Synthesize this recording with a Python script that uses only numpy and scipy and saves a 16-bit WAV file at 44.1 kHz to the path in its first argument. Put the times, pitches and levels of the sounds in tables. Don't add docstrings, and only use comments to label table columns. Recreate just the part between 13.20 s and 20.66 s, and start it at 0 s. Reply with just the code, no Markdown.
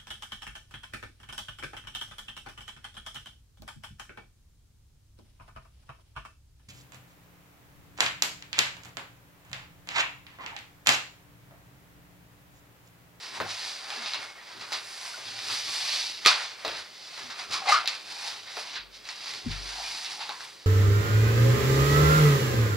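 import sys
import numpy as np
from scipy import signal
from scipy.fft import rfft, irfft, next_fast_len
from scipy.io import wavfile
from scipy.ndimage import uniform_filter1d, map_coordinates

SR = 44100
rng = np.random.default_rng(int(sys.argv[2]) if len(sys.argv) > 2 else 0)


def dump_mix(stems):
    frames = np.atleast_2d(stems).T
    limited = np.clip(frames, -1, 1)
    pcm = np.round(limited * 32767).astype(np.int16)
    wavfile.write(sys.argv[1], SR, pcm)


def attenuation_scalar(level_db):
    decades = np.asarray(level_db, float) / 20
    return 10 ** decades


N = 328986


def unit(x):
    return x / np.sqrt(np.mean(x ** 2) + 1e-20)


def along(points, hz):
    f, v = np.transpose(points)
    return np.interp(np.log(hz + 1), np.log(f + 1), v)


def wobble(rate):
    knots = rng.standard_normal(int(N * rate / SR) + 4)
    return map_coordinates(knots, [np.arange(N) * rate / SR])


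def filtered(x, response):
    m = next_fast_len(N + SR // 2)
    return irfft(rfft(x, m) * response(np.fft.rfftfreq(m, 1 / SR)), m)[..., :N]


def kernel(spectrum):
    magnitude = attenuation_scalar(along(spectrum, np.fft.rfftfreq(4096, 1 / SR)))
    cep = irfft(np.log(magnitude + 1e-6))
    cep[1:2048] *= 2
    cep[2049:] = 0
    return irfft(np.exp(rfft(cep)))


def coloured(x, spectrum):
    return signal.fftconvolve(x, kernel(spectrum)[None], axes=1)[:, :N]


def bands(x):
    def cut(hz, kind):
        return signal.sosfilt(signal.butter(4, hz, kind, fs=SR, output="sos"), x)
    return cut(2000, "low"), cut([2000, 7000], "band"), cut(7000, "high")


def spread(pair):
    # frequency in Hz, likeness of left and right (1 = same)
    likeness = [(60, 0.029), (290, 0), (640, 0.44), (1410, 0.83), (3100, 0.59), (6820, 0.97), (11000, 0.14),
                (15000, 0)]

    def mid_side(hz):
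        turn = np.arccos(np.clip(along(likeness, hz), -1, 1)) / 2
        return np.array([np.cos(turn), np.sin(turn)])
    mid, side = filtered(pair, mid_side)
    return np.array([mid + side, mid - side])


def swells(s, rise, fade, db):
    t = np.arange(0, N / SR + .002, .002)[:, None]
    away = np.where(t < s, (s - t) / rise, (t - s) / fade)
    power = np.sum(attenuation_scalar(2 * (db - 10 * away ** 1.2)), axis=-1)
    return np.interp(np.arange(N) / SR, t[:, 0], np.sqrt(power))


def creases(rate, scatter_db, clump):
    chance = rate / SR * np.exp(clump * np.clip(wobble(60), -2, 1.2))
    size = attenuation_scalar(scatter_db * np.minimum(rng.exponential(size=N), 3))
    sign = np.sign(rng.standard_normal(N))
    return unit(size * sign * (rng.random(N) < chance))


def roomy():
    z = signal.stft(rng.standard_normal((2, N)), nperseg=1024)[2]
    field = unit(uniform_filter1d(rng.standard_normal(z.shape[1:]), size=13, axis=1))
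    resonant = z * attenuation_scalar(3.8 * np.clip(field, -1.5, 2.2))
    return unit(signal.istft(resonant, nperseg=1024)[1][:, :N])


def crackle(spectrum, rate, share):
    fine = creases(rate, scatter_db=1.5, clump=0.3)
    coarse = 0.19 * creases(rate, scatter_db=5.0, clump=0.4)
    hiss = roomy() * attenuation_scalar(0.9 * np.tanh(wobble(25)) + 0.6 * wobble(80))
    sheet = coloured(spread(hiss + share * np.array([fine, coarse])), spectrum)
    return [unit(b) for b in bands(sheet)]


def tails(energy, rise, share):
    room_t60 = [0.41, 0.31, 0.13]
    # frequency in Hz, crack spectrum in dB per Hz
    crack_colour = [(150, -49), (250, -30.5), (640, -6.5), (955, -1), (1160, 3), (1950, -4), (2670, -0.5),
                    (3010, -5), (3840, 0.5), (4730, -1), (6000, -17), (9010, -34), (11500, -39.5),
                    (16000, -54)]
    keep = np.exp(-1 / (rise * SR))
    out = 0
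    for burst, t60, band in zip(energy, room_t60, crackle(crack_colour, 1500, share)):
        fade = signal.lfilter([1], [1, -attenuation_scalar(-120 / t60 / SR)], burst)
        power = signal.lfilter([1 - keep], [1, -keep], fade)
        out = out + np.sqrt(np.abs(power)) * band
    return out


def rustle():
    # time of most speed in s, speeding up in s, slowing down in s, level in dB, crispness in dB rel
    palm_slides = [(0.47, 0.21, 0.16, -36, -13), (0.911, 0.19, 0.12, -37, -18.5),
                   (1.33, 0.17, 0.25, -49.5, -30), (1.87, 0.38, 0.15, -42, -5.5),
                   (2.32, 0.094, 0.18, -33, -10), (2.55, 0.072, 0.12, -35.5, -9),
                   (2.76, 0.34, 0.18, -29.5, -14.5), (3.26, 0.16, 0.091, -38.5, -27),
                   (3.6, .13, 0.042, -41, -15), (3.99, 0.11, 0.21, -43, -13.5),
                   (5.079, 0.21, 0.11, -37, -12), (5.4, 0.096, 0.063, -40, -10),
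                   (5.31, 0.1, 0.032, -59, -16), (5.56, 0.29, 0.03, -41, -18), (6.11, 0.14, .1, -36.5, -15),
                   (6.34, 0.097, 0.097, -39, -16.5), (6.7, 0.18, 0.4, -37, -11),
                   (6.93, 0.12, 0.04, -43, -10), (7.24, .06, 0.088, -46, -6)]
    # peak time in s, fade in s, level in dB, sheet body in dB rel
    finger_tugs = [(0.038, 0.099, -42, -3), (0.16, 0.08, -42.5, 0.5), (0.31, 0.076, -37, -7),
                   (0.73, 0.22, -44, 2.5), (1.03, 0.08, -47, 3.5), (1.17, 0.35, -64, 10.5),
                   (1.538, 0.053, -38.5, 0), (2.098, 0.31, -40, -6.5), (3.092, 0.064, -30.5, -1),
                   (3.17, 0.11, -38.5, 1), (3.47, 0.2, -45.5, 0.5), (3.84, 0.34, -46, -10),
                   (4.11, 0.028, -51, 0), (4.199, 0.062, -40.5, -0.5), (4.34, 0.08, -35, -4),
                   (4.508, 0.091, -32, -1), (4.73, 0.068, -41, -1.5), (4.91, 0.079, -42, -5),
                   (5.752, 0.044, -44, -15), (5.9, 0.11, -43, -5), (6.5, 0.29, -39.5, -6.5),
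                   (7.12, 0.073, -51, 5), (7.42, 0.14, -53.5, -8)]
    # frequency in Hz, paper spectrum in dB per Hz
    paper_colour = [(180, -61.5), (300, -26.5), (574, -11.5), (614, -10), (787, -6.5), (1140, -7.5),
                    (1560, -7), (2440, -3.5), (3190, -1.5), (3640, 2.5), (4750, 4.5), (6960, -12),
                    (9880, -13.5), (16000, -41)]
    lifted_s = 6.55
    s, rise, fade, db, crisp_db = np.transpose(palm_slides)
    at, tug_fade, tug_db, body_db = np.transpose(finger_tugs)

    def slide(rel_db):
        return swells(s, rise, fade, db + rel_db)

    def tug(rel_db):
        return swells(at, 0.55 * tug_fade, tug_fade, tug_db + rel_db)

    faster_db = db + 39.5
    slide_body_db = -6 - 0.62 * faster_db - 1.5 * (s > lifted_s)
    tug_crisp_db = -10 + 0.47 * body_db
    body, middle, top = crackle(paper_colour, rate=1600, share=.95)
    boom = filtered(body, lambda hz: hz < 650)
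    body = body - 0.73 * boom * np.clip((np.arange(N) / SR - lifted_s) * 10, 0, 1)

    sizzle = filtered(top, lambda hz: 1 / (1 + (12700 / (hz + 1)) ** 8))
    sizzle_db = crisp_db - 3 + 0.55 * faster_db
    return (np.hypot(slide(slide_body_db), tug(body_db)) * attenuation_scalar(0.58 * np.tanh(wobble(23))) * body
            + np.hypot(slide(0), tug(0)) * middle
            + np.hypot(slide(crisp_db), tug(tug_crisp_db)) * top
            + slide(sizzle_db) * sizzle)


def crunches():
    # time in s, peak in dB, body in dB rel, crispness in dB rel
    bunches = [(0.7254, -23, -20, -21), (0.8204, -29, -7, -29), (1.409, -23.5, -11, -10),
               (1.527, -18, -15, -8), (2.297, -21.5, -6, -19), (2.6834, -14, -33, -31),
               (3.069, -2, -12.5, -5.5), (3.1, -11, -14, -4), (4.101, -21, -9.5, -11),
               (4.1909, -21.5, -11.5, -13), (4.309, -21, -30, -9), (4.322, -17, -26, -6),
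               (4.334, -15.5, -22, -5), (4.36, -21.5, -24, -10), (4.46, -20, -7, -28),
               (4.4732, -13, -11, -21), (4.489, -8.5, -9.5, -9), (4.5184, -6.5, -11, -7),
               (4.535, -15, -15, -9), (4.679, -24.5, -12, 3), (5.0629, -33, -5, 5), (5.1128, -22, -16, -27),
               (5.2697, -24.5, -20, -31), (5.556, -19, -19, -51), (5.742, -35, -25, -20),
               (6.3056, -20.5, -27, -34), (7.006, -17, -15.5, -20), (7.203, -27, -25, -40)]
    energy = np.zeros((3, N))
    for s, db, body_db, crisp_db in bunches:
        band_db = np.array([body_db + 6.5, 0, crisp_db + 6.5])
        energy[:, round((s - .003) * SR)] += attenuation_scalar(db - 17.5 + band_db) ** 2
    return tails(energy, rise=0.0068, share=0.72)


def snaps():
    # time in s, peak in dB, body in dB rel, crispness in dB rel
    folds = [(0.2011, -25.5, -0.5, -45), (0.2077, -28.5, -5, -45), (0.217, -37, -1, -45),
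             (0.7028, -22.5, -19, -36), (0.8596, -20.5, -17, -46), (0.9349, -16.5, -22, -36),
             (0.944, -27, -3, -20), (1.3954, -35, -14, -38), (1.422, -32, -12, -36),
             (1.5205, -22, -8.5, -28), (1.527, -23, -16, -23), (1.5327, -23, -20, -21),
             (2.1896, -24, -21, -37), (3.0478, -21, -30, -35), (3.0505, -14, -30, -35),
             (3.0528, -17, -30, -35), (3.0606, -0.5, -30, -23.5), (3.0699, -9, -16, -36),
             (3.0752, -10, -20, -38), (3.0882, -14, -14, -36), (3.4486, -20.5, -15, -36),
             (3.4512, -21, -17, -32), (3.4965, -28, -14, -36), (3.5167, -27, -8, -38),
             (3.534, -35, -25, -38), (3.479, -20, -19, -28), (3.568, -30, -25, -40), (3.611, -34, -30, -40),
             (3.043, -32, -26, -36), (3.977, -35.5, -3, -27), (4.291, -46, -6, -26), (4.5875, -29, -6, -36),
             (4.6573, -19.5, -29, -35), (4.675, -11, -24.5, -25), (4.7515, -25, -19, -36),
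             (5.0636, -39, -14, -30), (5.368, -27, -9, -40), (5.5575, -24, -18, -45),
             (5.564, -25, -18, -45), (5.8535, -32.5, -23, -31), (5.8886, -22.5, -37, -43),
             (6.0588, -30, -10, -25), (6.137, -25, -18, -24), (6.8462, -21, -40, -36),
             (6.863, -26, -35, -36), (6.9928, -31, -12, -28), (7.0924, -22.5, -9, -28),
             (7.206, -34, -2, -27)]
    # delay in s, level in dB
    near_walls = [(.0011, -4), (.004, -15), (.0087, -10), (.0138, -9), (.016, -12), (.023, -14)]
    # frequency in Hz, spectrum of the bare crack in dB per Hz
    click_colour = [(59, -48), (100, -17.5), (1280, 6.5), (2990, -9.5), (3940, 4), (9210, -27.5),
                    (10000, -18), (10900, -24), (16000, -35)]
    t = np.arange(SR // 100) / SR
    colour = bands(kernel(click_colour)[:SR // 30])
    out, energy = np.zeros((2, N + SR)), np.zeros((3, N))
    for s, db, body_db, crisp_db in folds:
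        gains = attenuation_scalar(db + np.array([body_db + 4, 0, crisp_db + 14]))
        for lag, wall_db in [(0, 0)] + near_walls:
            burst = rng.standard_normal(len(t)) * attenuation_scalar(-60 * t / .002)
            parts = [np.convolve(burst, c) for c in colour]
            dull = attenuation_scalar([0, 0, -8 * (lag > .002)])
            crack = sum(g * p / np.abs(p).max() for g, p in zip(gains * dull, parts))
            side = (lag > .002) * rng.normal(0, 3)
            at = round((s + .0004 + lag * (1 + .07 * rng.standard_normal())) * SR)
            out[:, at:at + len(crack)] += attenuation_scalar(wall_db + np.array([[side], [-side]]) / 2) * crack
        room = gains * attenuation_scalar(-17 + np.array([1.5, 0, -14]))
        energy[:, round((s + .001) * SR)] += room ** 2
    return out[:, :N] + tails(energy, rise=0.0016, share=0.2)


def groans():
    # start in s, start pitch in Hz, end pitch in Hz, level in dB, decay t60 in s
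    bends = [(.72, 800, 800, -34, 0.084), (0.771, 271, 204.6, -51, 0.32), (.79, 2170, 2180, -42, 1.2),
             (1.18, 1890, 1900, -44, 0.12), (1.939, 1450, 1440, -35.5, 0.068), (2.0, 115, 110, -58, 2.6),
             (2.471, 1143, 1145, -45, 0.35), (4.04, 258, 240, -50.5, 0.26), (4.319, 1203, 1065, -36, 0.35),
             (4.401, 1080, 1050, -36, .05), (4.418, 780, 750, -33.5, 0.065), (4.484, 769, 835, -24, 0.13),
             (4.475, 2060, 2050, -25, 0.24), (3.0576, 1320, 1216, -15.5, 0.034),
             (3.069, 1217, 1200, -18, 0.073), (3.114, 1500, 1490, -24, .05), (3.08, 2500, 2457, -21, .08),
             (4.519, 1188, 1230, -12, 0.17), (4.534, 1416, 1330, -22, 0.24), (4.645, 720, 750, -34, 0.042),
             (6.58, 856, 801, -41.5, 0.27), (6.64, 2375, 2440, -39, 0.19), (7.095, 824, 825, -34, 0.1),
             (7.1, 1050, 994, -44, 0.32)]
    t, out = np.arange(SR) / SR, np.zeros(N + SR)
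    shake_db, drift = 2.6 * np.tanh(wobble(110)), 1.2 * wobble(90)
    for s, start_hz, end_hz, db, t60 in bends:
        rise = min(0.011 * t60, 0.034)
        hz = end_hz + (start_hz - end_hz) * np.exp(-8 * t / t60)
        swell = (1 - np.exp(-t / rise)) ** 2 * attenuation_scalar(db - 60 * (t / t60) ** 1.26)
        at = round(s * SR)
        looseness = min(start_hz / 1000, 1) * min(.5 / t60, 1)
        slip = np.resize(drift[at:], SR) * looseness
        out[at:at + SR] += swell * np.sin(2 * np.pi * np.cumsum(hz) / SR + slip)
    return out[:N] * attenuation_scalar(shake_db) * attenuation_scalar([[1.2], [-1.2]])


def rubs():
    # peak time in s, rise in s, fade in s, resonance in Hz, level in dB
    edge_rubs = [(4.35, 0.04, 0.09, 1200, -38), (4.497, 0.031, .018, 796, -26.5),
                 (4.515, 0.033, .03, 1040, -29), (3.09, .015, 0.041, 1150, -29.5),
                 (3.46, 0.0067, .03, 620, -37), (5.372, .004, .012, 740, -37),
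                 (5.575, 0.023, 0.027, 1600, -41), (0.266, .005, 0.0046, 775, -34),
                 (0.178, .005, .003, 900, -34), (0.208, 0.0068, 0.018, 1550, -35.5),
                 (4.55, 0.038, 0.04, 1390, -27), (5.07, 0.12, 0.1, 884, -45.5),
                 (6.6, 0.034, 0.045, 810, -42), (6.72, 0.074, 0.093, 870, -50.5),
                 (6.9, 0.066, .08, 840, -51.5), (7.01, 0.026, 0.038, 860, -43),
                 (7.12, 0.042, 0.032, 900, -43)]
    grit = rng.standard_normal(N) + 0.62 * creases(300, scatter_db=3.0, clump=0.72)
    out = 0
    for s, rise, fade, hz, db in edge_rubs:
        ring = signal.tf2sos(*signal.iirpeak(hz, 1 / .32, SR))
        friction = unit(signal.sosfilt(np.vstack([ring, ring]), grit))
        out = out + swells(s, rise, fade, db) * friction
    return out


def pats():
    # time in s, level in dB, decay t60 in s
    touches = [
        (0.201, -31.5, 0.28),
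        (1.97, -50, 0.51),
        (3.0596, -20.5, 0.046),
        (3.446, -32.5, 0.37),
        (4.3, -49, .3),
        (5.3676, -36, 0.19),
        (7.09, -51, 0.13),
    ]
    # frequency in Hz, palm spectrum in dB per Hz
    palm_colour = [(60, -50), (150, -46), (300, -6.5), (550, 0.5), (900, -3.5), (1800, -9), (4000, -34)]
    fall = 0
    for s, db, t60 in touches:
        since = np.maximum(np.arange(N) / SR - s, 0)
        fall = fall + attenuation_scalar(db - 60 * since / t60) * (1 - np.exp(-since / 0.00078))
    return fall * unit(coloured(rng.standard_normal((1, N)), palm_colour))


def push():
    start_s, lasts_s = 3.0612, 0.00044
    u = np.maximum(np.arange(N) / SR - start_s, 0) / lasts_s
    return attenuation_scalar(-29.5) * np.e * u * np.exp(-u) * np.array([[1], [1]])


def thumps():
    # time in s, peak in dB, joist in dB rel, knock in dB rel
    landings = [
        (0.208, -44, -13, -1),
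        (0.774, -65, -2, -8),
        (1.4, -56, 4, -6),
        (2.015, -80, -5, 1),
        (3.466, -50.5, 6, -7),
        (4.038, -66, -7, 4),
        (4.293, -57, -8, 0.5),
        (5.582, -58, 23, -14),
        (6.243, -50, 2, -3),
        (6.261, -32.5, 20, -0.5),
    ]
    # board mode in Hz, level in dB, decay t60 in s
    board_modes = [(97.8, -2, 0.43), (115.3, -2, 0.3), (155, -4, 0.34), (240, 5.5, 0.073), (353, -37, 0.21)]
    # frequency in Hz, decay t60 in s, rise in s
    joist_hz, joist_t60, joist_rise = (48, 0.77, 0.038)
    out, t = np.zeros(N + SR), np.arange(SR) / SR

    def ring(hz, db, t60, rise):
        return attenuation_scalar(db - 60 * t / t60) * (1 - np.exp(-t / rise)) * np.sin(2 * np.pi * hz * t)

    for s, db, joist_db, knock_db in landings:
        knock = sum(ring(hz, mode_db + rng.normal(0, 2.7), t60, 0.0059) for hz, mode_db, t60 in board_modes)
        joist = ring(joist_hz, db + joist_db - 15.5, joist_t60, joist_rise)
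        out[round(s * SR):][:SR] += attenuation_scalar(db + knock_db + 5.0) * knock + joist
    return out[:N] * attenuation_scalar([[1.5], [-1.5]])


def boards():
    # peak time in s, level in dB, fade in s
    weight_shifts = [(.22, -37.5, 0.06), (.52, -49, 0.042), (.79, -50, .04), (.98, -48.5, 0.078),
                     (1.41, -48.5, 0.1), (1.55, -54, 0.15), (2.04, -52, 0.38), (2.32, -44.5, 0.046),
                     (2.49, -50.5, 0.2), (2.91, -54, .1), (3.09, -46, 0.11), (3.45, -55, 0.45),
                     (4.05, -52, 0.14), (4.31, -49, 0.31), (4.53, -54, 0.058), (4.88, -58, 0.13),
                     (5.59, -53, 0.046), (6.17, -50, 0.033), (6.29, -39, 0.053), (6.42, -50, 0.35)]
    # frequency in Hz, floor spectrum in dB per Hz
    rumble_colour = [(30, -35), (65, -28.5), (108, -3.5), (150, -11.5), (270, -7.5), (400, -4),
                     (600, -22.5), (900, -120)]
    lumps_db = 3.5 * np.tanh(wobble(22))
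    grumble = unit(coloured(spread(rng.standard_normal((2, N))), rumble_colour))
    s, db, fade = np.transpose(weight_shifts)
    load = np.hypot(swells(s, 0.064, fade, db), attenuation_scalar(-59))
    return load * attenuation_scalar(lumps_db - 7) * grumble


def hush():
    # frequency in Hz, noise spectrum in dB per Hz
    hush_colour = [(15, -36), (40, -8), (80, -12.5), (200, -8), (310, -11), (540, -3), (700, -8),
                   (3900, -10.5), (6600, -21), (16000, -25)]
    return attenuation_scalar(-53.5 - 3.0) * unit(coloured(spread(rng.standard_normal((2, N))), hush_colour))


def scene():
    paper = rustle() + crunches() + snaps() + groans() + rubs()
    hands = pats() + push()
    floor = thumps() + boards()
    return paper + hands + floor + hush()


def roll_off(x):
    return signal.sosfilt(signal.butter(12, 16670, fs=SR, output="sos"), x)


def record(dry):
    # frequency in Hz, left minus right in dB
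    lean = [(40, 4), (150, -1.5), (500, 4), (2000, -1.5), (8000, -1), (14000, -2)]
    # frequency in Hz, phase in radians by which left leads
    lead = [(60, -0.63), (600, -0.62), (2580, -0.6), (3900, -0.069), (6500, -1.04), (11000, -1.08)]

    def response(hz):
        half = attenuation_scalar(along(lean, hz) / 2) * np.exp(.5j * along(lead, hz))
        low_cut = 1 / (1 + (36 / (hz + 1)) ** 6)
        return np.array([half, 1 / half]) * (hz < 15790) * low_cut
    ports = filtered(dry, response)
    return roll_off(np.clip(ports, -1, 1))


dry = scene()
out = record(dry)
dump_mix(out)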